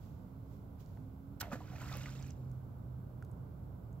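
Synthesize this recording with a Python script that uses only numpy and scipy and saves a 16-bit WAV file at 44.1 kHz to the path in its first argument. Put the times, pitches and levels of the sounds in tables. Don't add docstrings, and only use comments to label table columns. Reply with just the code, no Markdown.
import sys
import numpy as np
from scipy import signal
from scipy.fft import rfft, irfft, next_fast_len
from scipy.io import wavfile
from scipy.ndimage import map_coordinates

SR = 44100
rng = np.random.default_rng(int(sys.argv[2]) if len(sys.argv) > 2 else 0)


def output_pcm(signal):
    pcm = np.clip(np.atleast_2d(signal).T, -1, 1) * 32767
    wavfile.write(sys.argv[1], SR, np.round(pcm).astype(np.int16))


N = 176400


def amp(db):
    return 10 ** (np.asarray(db) / 20)


def unit_rms(x):
    return x / np.sqrt(np.mean(x ** 2) + 1e-20)


def clock():
    return np.arange(N) / SR


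def at_hz(points, hz):
    freqs, values = np.transpose(points)
    return np.interp(np.log(hz + 1), np.log(freqs + 1), values)


def curves(rows):
    times, *columns = np.transpose(rows)
    return [np.interp(clock(), times, column) for column in columns]


def gate(rows, fade_s):
    t = clock()
    outside_s = np.maximum(rows[0][0] - t, 0) + np.maximum(t - rows[-1][0], 0)
    return np.exp(-outside_s / fade_s)


def swells(rows):
    t = clock()
    gains = (amp(db - 20 * np.maximum(peak_s - t, 0) / rise_s - 60 * np.maximum(t - peak_s, 0) / t60_s)
             for peak_s, db, rise_s, t60_s in rows)
    return np.sqrt(sum(gain ** 2 for gain in gains))


def wobble(knots_per_s):
    knots = rng.standard_normal(int(N * knots_per_s / SR) + 4)
    return map_coordinates(knots, [clock() * knots_per_s])


def filtered(x, response):
    size = next_fast_len(N + SR // 2)
    return irfft(rfft(x, size) * response(np.fft.rfftfreq(size, 1 / SR)), size)[..., :N]


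def noise(spectrum, coherence):
    def response(hz):
        angle = np.arccos(np.clip(at_hz(coherence, hz), -1, 1)) / 2
        return amp(at_hz(spectrum, hz)) * [np.cos(angle), np.sin(angle)]
    mid, side = filtered(rng.standard_normal((2, N)), response)
    return unit_rms(np.array([mid + side, mid - side]))


# (frequency [Hz], coherence [-1..1])
AMBIENT_COHERENCE = [(60, 0.98), (180, 0.92), (550, 0.3), (1650, -0.12), (4970, 0.13), (15000, -0.12)]
# (frequency [Hz], level [dB])
WIND_SPECTRUM = [(13, -52), (22, -31), (40, -10.5), (60, -1), (118, -0.5), (158, -4.5), (187, -6.5),
                 (228, -13), (270, -14.5), (343, -20), (543, -22), (877, -28), (1520, -36), (1800, -51.5),
                 (2340, -83), (3960, -120)]
# (time [s], gain [dB])
WIND_SWELL = [(0, 0), (1.3, -0.36), (1.8, 1.5), (2.7, 1), (3.5, 1.5), (4, 0.5)]
def wind(level_db=-49, waver_db=0.42):
    swell_db, = curves(WIND_SWELL)
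    return amp(level_db + swell_db + waver_db * wobble(6.82)) * noise(WIND_SPECTRUM, AMBIENT_COHERENCE)


# (frequency [Hz], level [dB])
AIR_SPECTRUM = [(1060, -26), (1800, -5.5), (2040, -0.5), (2490, -5.5), (3410, -6), (7020, -12.5),
                (7610, -6.5), (8630, -22), (11300, -5.5), (15500, -3.5)]
def air(level_db=-75.5):
    return amp(level_db) * noise(AIR_SPECTRUM, AMBIENT_COHERENCE)


def engine(track, waver_db, waver_hz):
    hz, db = curves(track)
    phase = 2 * np.pi * np.cumsum(hz + waver_hz * wobble(20)) / SR
    return np.sqrt(2) * np.sin(phase) * amp(db + waver_db * wobble(11)) * gate(track, fade_s=0.009)


# (time [s], pitch [Hz], level [dB])
DRONE_TRACK = [(1.5, 126.8, -64.5), (1.75, 128.3, -50.5), (2.1, 133, -47.5), (2.55, 127.6, -47),
               (2.9, 124.9, -50.5), (3.25, 125.4, -51), (3.6, 117.1, -59.5), (4, 120.5, -57.5)]
# (time [s], pitch [Hz], level [dB])
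FIRST_GEAR = [(0, 243.5, -71), (.4, 266.7, -61), (.68, 285.8, -61), (.78, 278.6, -67)]
# (time [s], pitch [Hz], level [dB])
SECOND_GEAR = [(.9, 262, -73), (1.021, 258.4, -59), (1.302, 276.6, -59.5), (1.602, 298.9, -61.5),
               (1.999, 288.2, -63), (2.5, 237.3, -62.5), (2.9, 221.5, -62.5)]
def far_engines():
    whine = sum(engine(gear, waver_db=1.5, waver_hz=1.67) for gear in (FIRST_GEAR, SECOND_GEAR))
    return whine + engine(DRONE_TRACK, waver_db=1.2, waver_hz=1.13)


# (peak time [s], level [dB], 20 dB rise [s], t60 [s])
RUSTLE_SWELLS = [(0.04, -72.5, 0.15, 1), (0.535, -75, 0.15, 0.48), (0.803, -66.5, 0.023, 0.22),
                 (0.89, -76, 0.11, 1)]
# (frequency [Hz], level [dB])
RUSTLE_SPECTRUM = [(800, -4), (2000, 0), (7500, -2), (9200, -17), (11500, -3.5)]
def rustles():
    return swells(RUSTLE_SWELLS) * noise(RUSTLE_SPECTRUM, AMBIENT_COHERENCE)


# (time [s], centre [Hz], width [oct], level [dB], t60 [s])
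TICK_BURSTS = [(0.861, 5400, 0.3, -60, 0.0086), (0.9732, 850, 0.55, -50.5, 0.012),
               (1.9705, 11800, .45, -43, 0.004), (2.059, 2100, 0.35, -46.5, .02),
               (2.226, 5770, 0.26, -54.5, .02), (2.274, 13300, 0.27, -62.5, 0.027),
               (2.306, 6200, 0.22, -51, 0.013), (2.516, 8120, 0.62, -62.5, 0.006),
               (3.2251, 5440, 0.84, -61.5, 0.0089), (3.248, 5900, 1.3, -67.5, 0.025),
               (3.314, 8100, 0.25, -66.5, 0.019), (3.929, 7100, 0.15, -67.5, 0.01)]
def ticks():
    out = np.zeros(N)
    for start_s, centre_hz, width_oct, db, t60_s in TICK_BURSTS:
        t = clock() - start_s
        band = lambda hz: np.exp(-.5 * (np.log2((hz + 1) / centre_hz) / width_oct) ** 2)
        burst = unit_rms(filtered(rng.standard_normal(N), band))
        out += burst * (t > 0) * amp(db - 60 * np.maximum(t, 0) / t60_s)
    return out


def bubble(t, hz, t60_cycles, rise=0.05):
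    age = t * hz / t60_cycles
    phase = 2 * np.pi * hz * t * (1 + rise * np.minimum(age, 2) / 2)
    attack = 1 - np.exp(-t * hz * 4)
    return np.sin(phase) * amp(-60 * age) * attack


def patter(spectrum, per_s, spread_db, t60_cycles, tilt_db_per_oct_s=0, low_hz=507, high_hz=8530):
    count = int(per_s * N / SR)
    when, pitch, size, place = rng.random((count, 4)).T
    start_s = when * N / SR
    hz = low_hz + pitch * (high_hz - low_hz)
    octaves = np.log2(hz / np.sqrt(low_hz * high_hz))
    mid_spray_s = np.mean([row[0] for row in SPRAY_ENVELOPE])
    tilt_db = tilt_db_per_oct_s * octaves * np.clip(start_s - mid_spray_s, -.3, .3)
    size_db = spread_db * np.minimum(-np.log(1 - size), 3)
    gain = amp(size_db + tilt_db) * np.sqrt(hz)
    offsets = np.arange(min(int(SR * t60_cycles / low_hz), 5000000 // count))
    rings = gain[:, None] * bubble(offsets / SR, hz[:, None], t60_cycles)
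    indices = ((start_s * SR).astype(int)[:, None] + offsets).ravel()
    pan = (place[:, None] - .5) * 0.88
    stereo = np.array([np.bincount(indices, (rings * (1 + side * pan)).ravel(), N)[:N]
                       for side in (1, -1)])
    return unit_rms(filtered(stereo, lambda f: amp(at_hz(spectrum, f))))


def water_noise(spectrum):
    return noise(spectrum, coherence=[(1000, 0.71)])


ENTRY_S = 1.4004

# (time [s], level [dB])
SPRAY_ENVELOPE = [(1.62, -61.5), (1.64, -64), (1.806, -54.5), (1.82, -50.5), (1.838, -54.5), (1.94, -50),
                  (2.314, -65), (2.344, -75), (2.42, -78.5)]
# (frequency [Hz], level [dB])
SPRAY_SPECTRUM = [(240, -18), (400, 1.5), (808, -4), (1470, -2.5), (1650, -9.5), (2550, -9), (3260, -13),
                  (6500, -13.5), (7670, -9), (8500, -27), (11000, -70)]
# (frequency [Hz], level [dB])
MIST_SPECTRUM = [(300, -24), (700, -1.5), (1500, 3.5), (3200, -5), (7500, -7.5), (9200, -29), (11500, -7),
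                 (15500, -15)]
def spray():
    level_db, = curves(SPRAY_ENVELOPE)
    splats = patter(SPRAY_SPECTRUM, per_s=2000, spread_db=3.5, t60_cycles=14, tilt_db_per_oct_s=7.5)
    plinks = patter(SPRAY_SPECTRUM, per_s=380, spread_db=2.5, t60_cycles=52, tilt_db_per_oct_s=7.5)
    mist = water_noise(MIST_SPECTRUM)
    envelope = amp(level_db) * gate(SPRAY_ENVELOPE, fade_s=0.22) * (clock() > ENTRY_S)
    return envelope * (amp(-5.5) * splats + amp(-6) * plinks + amp(-7) * mist)


# (time [s], pitch [Hz], level [dB], t60 [cycles])
LARGE_BUBBLES = [(1.4105, 1450, -35.5, 42), (1.411, 690, -45, 17), (1.4298, 905, -22.5, 2.4),
                 (1.444, 687, -47, 56), (1.470, 670, -44, 22), (1.481, 620, -44, 28),
                 (1.502, 568, -49.5, 82), (1.518, 591, -41, 50), (1.516, 1284, -40, 35),
                 (1.524, 2480, -48, 100), (1.5303, 233, -29.5, 11.7), (1.5305, 590, -39, 28),
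                 (1.5344, 1500, -47, 33), (1.539, 510, -43.5, 32), (1.5548, 560, -34, 4.1),
                 (1.555, 680, -42, 22), (1.555, 1120, -57, 45), (1.605, 745, -45, 37),
                 (1.606, 1070, -50, 40), (1.613, 970, -50, 69), (1.718, 732, -51, 37),
                 (1.734, 720, -47, 37), (3.2245, 1430, -44, 23)]
# (time [s], pitch [Hz], level [dB])
HEAVY_DROPS = [(1.759, 2480, -50.5), (1.805, 1975, -54), (1.817, 1490, -46.5), (1.818, 1000, -48.5),
               (1.837, 2690, -51), (1.855, 1260, -56), (1.875, 1500, -51), (1.894, 1975, -47),
               (1.925, 3560, -48), (1.927, 4170, -44.5), (1.940, 2560, -48), (1.944, 1158, -48),
               (1.947, 824, -48.5), (1.96, 2560, -51), (2.008, 1420, -49), (2.038, 2910, -48),
               (2.058, 1940, -44.5), (2.070, 1235, -51.5), (2.084, 1488, -48), (2.159, 2680, -53),
               (2.191, 3650, -57), (2.244, 2450, -58), (2.263, 2460, -59), (2.284, 2440, -59)]
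def bubbles(drop_t60_cycles=69):
    rows = LARGE_BUBBLES + [(*drop, drop_t60_cycles) for drop in HEAVY_DROPS]
    return sum(amp(db) * bubble(np.maximum(clock() - start_s, 0), hz, t60_cycles)
               for start_s, hz, db, t60_cycles in rows)


# (peak time [s], level [dB], 20 dB rise [s], t60 [s])
CAVITY_SURGES = [(1.521, -52, 0.011, 0.087), (1.533, -45.5, 0.024, 0.11), (1.556, -54, 0.0056, 0.081)]
# (frequency [Hz], level [dB])
CHURN_SPECTRUM = [(240, -50), (400, -17), (500, 3), (1050, -3), (1800, 0), (2790, -33), (8000, -16),
                  (10400, -75)]
def gulp(foam_db=-6.5):
    churn = patter(CHURN_SPECTRUM, per_s=3000, spread_db=1.5, t60_cycles=18)
    foam = amp(foam_db) * water_noise(MIST_SPECTRUM)
    return swells(CAVITY_SURGES) * (churn + foam)


# (frequency [Hz], level [dB])
CUT_SPECTRUM = [(240, -49), (400, -30), (705, -14.5), (1130, -25), (1470, -12.5), (1910, -10.5),
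                (2590, -13), (3850, -11), (4290, -8.5), (7670, -8), (10100, -27.5), (11800, -5),
                (15500, -16.5)]
# (frequency [Hz], level [dB])
SHEET_SPECTRUM = [(240, -42), (400, -16), (715, -2.5), (1710, -5), (7210, -32), (8670, -62), (11400, -28),
                  (15500, -42)]
def slap(level_db=-38.5, rise_db=14, rise_s=.012, cut_s=.0162,
         cut_t60_s=.0064, sheet_db=-8, sheet_t60_s=.23):
    t = clock() - ENTRY_S
    decay_s = np.maximum(t - cut_s, 0)
    attack_db = -rise_db * np.clip(1 - t / rise_s, 0, 1)
    cut = (t > 0) * amp(attack_db - 60 * decay_s / cut_t60_s)
    sheet = (t > cut_s) * amp(sheet_db - 60 * decay_s / sheet_t60_s)
    return amp(level_db) * (cut * water_noise(CUT_SPECTRUM) + sheet * water_noise(SHEET_SPECTRUM))


def shore(x, level_db=-17.5, t60_s=0.25):
    t = np.arange(SR // 2) / SR
    tail = rng.standard_normal((2, len(t))) * amp(-60 * t / t60_s)
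    tail /= np.linalg.norm(tail[0])
    return amp(level_db) * signal.fftconvolve(x, tail, axes=1)[:, :N]


def panned(x, balance):
    return filtered(x, lambda hz: amp(at_hz(balance, hz) * np.array([[.5], [-.5]])))


# (frequency [Hz], left minus right [dB])
FAR_BALANCE = [(60, -3), (300, -4), (1200, -7), (5000, -0.5), (14000, -6.5)]
# (frequency [Hz], left minus right [dB])
NEAR_BALANCE = [(60, -2), (110, -8), (200, -6.5), (380, -2), (700, -2.5), (1290, 0), (2380, -5),
                (4400, -7.5), (8120, -4.5), (15000, -6.5)]
def scene(left_lead_s=.00006):
    splash = slap() + gulp() + bubbles() + spray()
    splash = filtered(splash, lambda hz: np.exp(1j * np.pi * hz * left_lead_s * np.array([[1], [-1]])))
    near = splash + ticks() + rustles()
    near += shore(near)
    far = wind() + far_engines() + air()
    return panned(near, NEAR_BALANCE) + panned(far, FAR_BALANCE)


def record(dry, cutoff_hz=15800):
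    return filtered(dry, lambda hz: hz < cutoff_hz)


dry = scene()
out = record(dry)
output_pcm(out)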